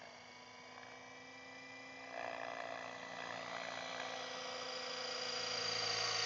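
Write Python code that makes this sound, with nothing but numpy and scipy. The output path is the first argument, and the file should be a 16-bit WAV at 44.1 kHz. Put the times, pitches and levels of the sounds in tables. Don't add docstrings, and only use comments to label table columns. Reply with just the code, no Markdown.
import sys
import numpy as np
from scipy import signal
from scipy.fft import rfft, irfft, next_fast_len
from scipy.io import wavfile
from scipy.ndimage import map_coordinates

SR = 44100
rng = np.random.default_rng(int(sys.argv[2]) if len(sys.argv) > 2 else 0)


def unload_wav(signal):
    wavfile.write(
        sys.argv[1],
        SR,
        np.round(np.clip(np.atleast_2d(signal).T, -1, 1) * 32767).astype(np.int16),
    )


N = 275625
TIME = np.arange(N) / SR

# (time [s], speed [turns/s])
ROTOR_SPEED = [(0.0, 27.2), (0.25, 27.35), (0.75, 28.04), (1.25, 28.84), (1.7, 29.3), (2.1, 29.38),
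               (3.1, 29.09), (3.9, 28.88), (4.4, 28.47), (5.05, 28.24), (5.8, 27.84), (6.25, 27.53)]
# (time [s], distance [m], aspect [deg], ground echo lag [ms], lag across the rotor [ms])
FLIGHT_PATH = [(0, 43, -160, 1.6, 0.8), (.5, 44, -140, 1.574, 0.77), (1.2, 45.4, -110, 1.434, 0.707),
               (2, 42.4, -69, 1.392, .67), (2.6, 41.4, -46, 1.328, 0.37), (3.249, 33, -16.5, 1.373, 0.39),
               (3.601, 29.6, -5.5, 1.082, 0.39), (4.1, 23.7, 13, 1.084, 0.412),
               (4.6, 19.5, 34.5, 1.09, 0.471), (5.3, 15.5, 58.5, 1.094, 0.487),
               (5.7, 13.2, 72, 1.145, .527), (5.999, 11.1, 86.5, 1.175, .535),
               (6.25, 9.9, 100.5, 1.21, .54)]
VIEWS = [(-75.5, 0.19), (-11, 0.87), (11.5, 1), (30, 1.46), (78, 2)]
# (frequency [Hz], relative level [dB])
AIR_FAR_EQ = [(60, -27), (110, -6.5), (360, -16), (650, 1.5), (900, -4.5), (1400, -10.5), (2150, -0.5),
              (2600, -6.5), (3200, -3.5), (3900, -14.5), (5000, -6.5), (5450, -11), (6000, -6), (7000, -14)]
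AIR_FRONT_EQ = [(60, -29), (110, -11.5), (380, -16.5), (680, 5.5), (860, -3), (1150, -2.5), (1450, -14.5),
                (1750, -7), (2400, -1.5), (2900, -4), (4100, -6.5), (5300, -9.5), (6100, -13.5),
                (7000, -15)]
AIR_ABEAM_EQ = [(60, -31), (130, -16), (340, -11.5), (480, 1), (720, 5.5), (870, -7.5), (1200, 3),
                (1700, -0.5), (2050, 0.5), (2600, -2.5), (3200, -4.5), (4400, -4), (6000, -3),
                (7000, -13.5)]
CRACK_EQ = [(100, -25), (400, -20.5), (700, 4.5), (1150, 2), (1430, -4), (1700, 5.5), (2050, -7),
            (2550, -1.5), (2950, -16.5), (3400, -7), (4300, -18.5), (5500, -33), (7000, -20.5)]
# (relative level [dB], pitch [Hz], time to fall 60 dB [s])
BLADE_KNOCKS = [(-1, 678, 0.037), (0, 726, .02)]
SLAP_POSITIONS = [.94, .462]
# (start [s], length [s], base knock level [dB], crack level [dB])
WAKE_SPELLS = [(0, 0.017, -55.5, -59), (.75, 0.18, -60.5, -63), (1.99, .17, -58.5, -61),
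               (2.2, 0.094, -44.5, -51), (2.3, .45, -47.5, -50), (2.768, .11, -51, -50.5),
               (3.202, 0.2, -50.5, -49), (3.504, 0.28, -52, -47.5), (3.744, 0.39, -54.5, -50),
               (5.814, 0.13, -51.5, -64)]
# (time [s], relative level [dB])
HARD_STRIKES = [(0.779, -63), (0.8317, -54), (0.8826, -62.5), (0.918, -56), (2.246, -51), (2.602, -47.5),
                (3.03, -50), (3.567, -52), (4, -42.5), (5.7, -58.5), (5.989, -46)]

# (aspect [deg], width [deg], gain [dB]).
SWISH_BEAM = (-45.5, 0.82, [(-16.5, 35, 4)])
HISS_BEAM = (-42, 0.57, [(41, 19, -2.5), (-58.5, 12, -0.5)])
THUMP_BEAMS = [(-64.5, 2.5, [(-12, 11, 3), (37.5, 27, -12.5), (79.5, 27, 7)]),
               (-68.5, 0, [(-16.5, 36, 12.3), (73, 11, 5.8)])]
TAIL_BLADE_BEAMS = [(-57, 2.1, [(-84.5, 55, 5), (58, 34, -5), (97, 16, -21.5)]),
                    (-55, 11.1, [(-34.5, 38.6, -28.5), (-2.5, 9, -4.5), (101.5, 14, -6.5)]),
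                    (-57, 1.6, [(-55, 8.5, 5.7), (14, 9, 6), (100, 7.7, 7)]), (-65.5, 4, [(-135, 28, 16)]),
                    (-60, 0.76, [(-90.5, 44, -8.5), (29.5, 8.5, 3)])]
TAIL_GEAR_BEAMS = [(-59.5, 4, [(65.7, 13, -10.5), (93.5, 18, 6)]), (-56, 0, [(-90, 55, 7.5),
                   (-29, 15, -12.5), (75, 25, -15)]), (-67, 3, [(-60.5, 50, -13.5)])]
MOTOR_BEAMS = [(-53.5, 0, [(-160, 24, -11.5), (-0.5, 5.6, -16)]), (-66, 6, [(-120, 50, 9)]),
               (-49.5, 4.5, [(-150, 32, -7.5), (-88, 21, 3.5), (50, 45.6, -9.5)]),
               (-64.5, 0, [(-32.5, 31, -9.5), (57, 10, 9.5)]), (-70.5, 8, [(-90.5, 23, 8.2), (3.5, 12, 7)]),
               (-72, -1, [(-110, 15, 8), (63.5, 16, 17)])]
OVERTONE_BEAM = (-70, -1.3, [(-115, 40, 3)])
MAIN_GEAR_BEAM = (-57, 0, [(-118, 9.2, -8.5), (-29.5, 8.6, -7.5), (-14, 8, 3), (9.5, 8, -3.5),
                  (77.5, 56, 14)])

IMBALANCE_ORDERS = [11, 13, 15]
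OVERTONE_ORDERS = [112.5, 117, 126, 153, 180, 194, 206]
MOTOR_ORDERS = [1, 2, 4, 6, 8, 12]
HISS_COMB_DEPTHS = [.2, .7, .26]

MOTOR_RATIO, PINION_TEETH = 17, 10
TAIL_RATIO, TAIL_TEETH = 4.5, 9
REFERENCE_M, HISS_ABSORB_DB_PER_M = 10, 0.34
SPELL_RISE_DB_PER_S, SPELL_FALL_DB_PER_S, CALM_SLAP_DB = 88, 49.5, -74.5
WAKE_SWISH = 0.49
THROB_DB, THROB_DIP_DB, THROB_DIP_AT_DEG, THROB_DIP_WIDTH_DEG = 7.5, 6.3, -6.5, 26
TOP_HZ = 9000


def amp(db):
    return 10 ** (np.asarray(db) / 20)


def unit(x):
    return x / np.sqrt(np.mean(x ** 2) + 1e-20)


def curves(rows):
    times, *columns = np.transpose(rows)
    return [np.interp(TIME, times, column) for column in columns]


def wobble(rate):
    coarse = TIME[::16]
    knots = rng.standard_normal(int(N * rate / SR) + 4)
    return np.interp(TIME, coarse, map_coordinates(knots, [coarse * rate]))


def filtered(x, response):
    size = next_fast_len(N + SR // 4)
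    return irfft(rfft(x, size) * response(np.fft.rfftfreq(size, 1 / SR)), size)[:N]


def coloured(x, eq):
    freqs, db = np.transpose(eq)
    return unit(filtered(x, lambda hz: amp(np.interp(np.log(hz + 1), np.log(freqs), db))))


def noise():
    return rng.standard_normal(N)


def tone(cycles, level_db, rough):
    flutter = 1 + rough * (wobble(45) + 1j * wobble(45))
    return amp(level_db) * unit(np.real(flutter * np.exp(2j * np.pi * cycles)))


def swell(cycles, peak_at, depth_db):
    return unit(amp(depth_db * np.cos(2 * np.pi * (cycles - peak_at))))


def delayed(x, lag_ms):
    return np.interp(TIME - lag_ms / 1000, TIME, x)


def over_ground(x, strength):
    _, _, ground_ms, _ = curves(FLIGHT_PATH)
    echo = filtered(delayed(x, ground_ms), lambda hz: 1 - 1 / (1 + (hz / 950) ** 6))
    return x - strength * echo


def heard_db(beam, absorb_db_per_m=0):
    base_db, ahead_db, lobes = beam
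    metres, aspect, _, _ = curves(FLIGHT_PATH)
    facing_db = ahead_db * np.cos(np.radians(aspect))
    lobes_db = sum(gain * np.exp(-((aspect - at) / width) ** 2) for at, width, gain in lobes)
    loss_db = 20 * np.log10(metres / REFERENCE_M) + absorb_db_per_m * (metres - REFERENCE_M)
    return base_db + facing_db + lobes_db - loss_db


def wake_levels():
    knock_db = crack_db = CALM_SLAP_DB
    for start, length, knock, crack in WAKE_SPELLS:
        attack_db = SPELL_RISE_DB_PER_S * np.maximum(start - TIME, 0)
        release_db = SPELL_FALL_DB_PER_S * np.maximum(TIME - start - length, 0)
        knock_db = np.maximum(knock_db, knock - attack_db - release_db)
        crack_db = np.maximum(crack_db, crack - attack_db - release_db)
    return knock_db, crack_db


def blade_swish(turns):
    _, aspect, _, across_ms = curves(FLIGHT_PATH)
    view = np.interp(aspect, *np.transpose(VIEWS))
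    air = np.zeros(N)
    for k, eq in enumerate((AIR_FAR_EQ, AIR_FRONT_EQ, AIR_ABEAM_EQ)):
        share = np.clip(1 - abs(view - k), 0, 1)
        air += np.sqrt(share) * coloured(noise(), eq)
    air = over_ground(air, strength=.44 - 0.075 * view)
    low = filtered(air, lambda hz: 1 / (1 + (hz / 2000) ** 6))
    high = air - low
    high = high - np.interp(view, [0, 1, 2], HISS_COMB_DEPTHS) * delayed(high, across_ms)
    knock_db, _ = wake_levels()
    swish_gain = np.hypot(amp(heard_db(SWISH_BEAM) + 2.5), WAKE_SWISH * amp(knock_db))
    hiss_gain = amp(heard_db(HISS_BEAM, HISS_ABSORB_DB_PER_M) + 4.0)
    swish = swish_gain * low * swell(2 * turns, peak_at=.2, depth_db=1.4)
    hiss = hiss_gain * high * swell(2 * turns, peak_at=0.25, depth_db=1.8)
    tail_chop = swell(2 * TAIL_RATIO * turns, peak_at=0.25, depth_db=1.5)
    return (swish + hiss) * tail_chop


def blade_slap(turns):
    knock_db, crack_db = wake_levels()
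    t = np.arange(SR // 30) / SR

    def envelope(attack_s, t60_s):
        return (1 - np.exp(-t / attack_s)) * amp(-60 * t / t60_s)

    body = 0.076 * np.sin(2 * np.pi * 335 * t) * envelope(attack_s=0.0022, t60_s=0.064)
    knocks, hits = np.zeros((2, N))
    for position, (db, hz, t60_s) in zip(SLAP_POSITIONS, BLADE_KNOCKS):
        passes = np.arange(int(turns[-1])) + position
        jitter, knock_spread, crack_spread = rng.standard_normal((len(passes), 3)).T
        times = np.interp(passes, turns, TIME) + .00005 * jitter
        onsets = np.clip(times * SR, 0, N - 1).astype(int)
        hollow = np.sin(2 * np.pi * hz * t) * envelope(attack_s=0.00071, t60_s=t60_s)
        triggers = np.bincount(onsets, amp(db + knock_spread), N)
        knocks += signal.fftconvolve(triggers, hollow + body)[:N]
        hits += np.bincount(onsets, amp(0.64 * crack_spread), N)
    for time, db in HARD_STRIKES:
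        onset = round(time * SR)
        hits[onset] += amp(db - crack_db[onset])
    torn_air = signal.fftconvolve(hits, envelope(attack_s=.0006, t60_s=.015))[:N] * noise()
    cracks = coloured(0.72 * unit(hits) + unit(torn_air), CRACK_EQ)
    return amp(knock_db - 3) * unit(knocks) + amp(crack_db) * over_ground(cracks, strength=.48)


def blade_thump(turns):
    second_db, third_db = map(heard_db, THUMP_BEAMS)
    levels = [second_db - 16, second_db, third_db, third_db - 4.5]
    thump = sum(tone(2 * k * turns, db, rough=.13) for k, db in enumerate(levels, 1))
    imbalance = sum(tone(k * turns, third_db - 15.5, rough=0.44) for k in IMBALANCE_ORDERS)
    return thump + imbalance


def tail_rotor(turns):
    shaft = TAIL_RATIO * turns
    buzz = sum(tone(2 * k * shaft, heard_db(beam), rough=.064)
               for k, beam in enumerate(TAIL_BLADE_BEAMS, 1))
    gear = sum(tone(k * TAIL_TEETH * shaft, heard_db(beam), rough=0.086)
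               for k, beam in enumerate(TAIL_GEAR_BEAMS, 1))
    return buzz + gear


def motor(turns):
    whine = sum(tone(k * MOTOR_RATIO * turns, heard_db(beam), rough=0.059)
                for k, beam in zip(MOTOR_ORDERS, MOTOR_BEAMS))
    overtone_db = heard_db(OVERTONE_BEAM)
    return whine + sum(tone(k * turns, overtone_db, rough=0.24) for k in OVERTONE_ORDERS)


def main_gear(turns):
    _, aspect, _, _ = curves(FLIGHT_PATH)
    shaft = MOTOR_RATIO * turns
    bend = .07 * np.sin(2 * np.pi * (turns - .6))
    mesh = PINION_TEETH * shaft + bend
    rasp = unit(np.real((wobble(450) + 1j * wobble(450)) * np.exp(2j * np.pi * mesh)))
    whine = tone(mesh, 0, rough=.07) + amp(-9) * rasp
    nose_on = np.exp(-((aspect - THROB_DIP_AT_DEG) / THROB_DIP_WIDTH_DEG) ** 2)
    throb = swell(turns, peak_at=0.8, depth_db=THROB_DB - THROB_DIP_DB * nose_on)
    shaft_ripple = swell(shaft, peak_at=0, depth_db=1.0)
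    return amp(heard_db(MAIN_GEAR_BEAM)) * whine * throb * shaft_ripple


def field_air():
    return amp(-71.5) * coloured(noise(), [(40, -9.5), (100, 0.5), (300, -3), (1000, -8), (7000, -24.5)])


def scene():
    turns = np.cumsum(curves(ROTOR_SPEED)[0]) / SR
    rotors = blade_swish(turns) + blade_slap(turns) + blade_thump(turns) + tail_rotor(turns)
    return (rotors + motor(turns) + main_gear(turns) + field_air())[None]


def record(dry):
    def response(hz):
        low_cut = 1 / np.sqrt(1 + (62 / (hz + 1)) ** 8)
        high_cut = 1 / np.sqrt(1 + (hz / 6950) ** 56) + amp(-37.5)
        return low_cut * high_cut * (hz < TOP_HZ)
    return filtered(dry[0], response)[None]


dry = scene()
out = record(dry)
unload_wav(out)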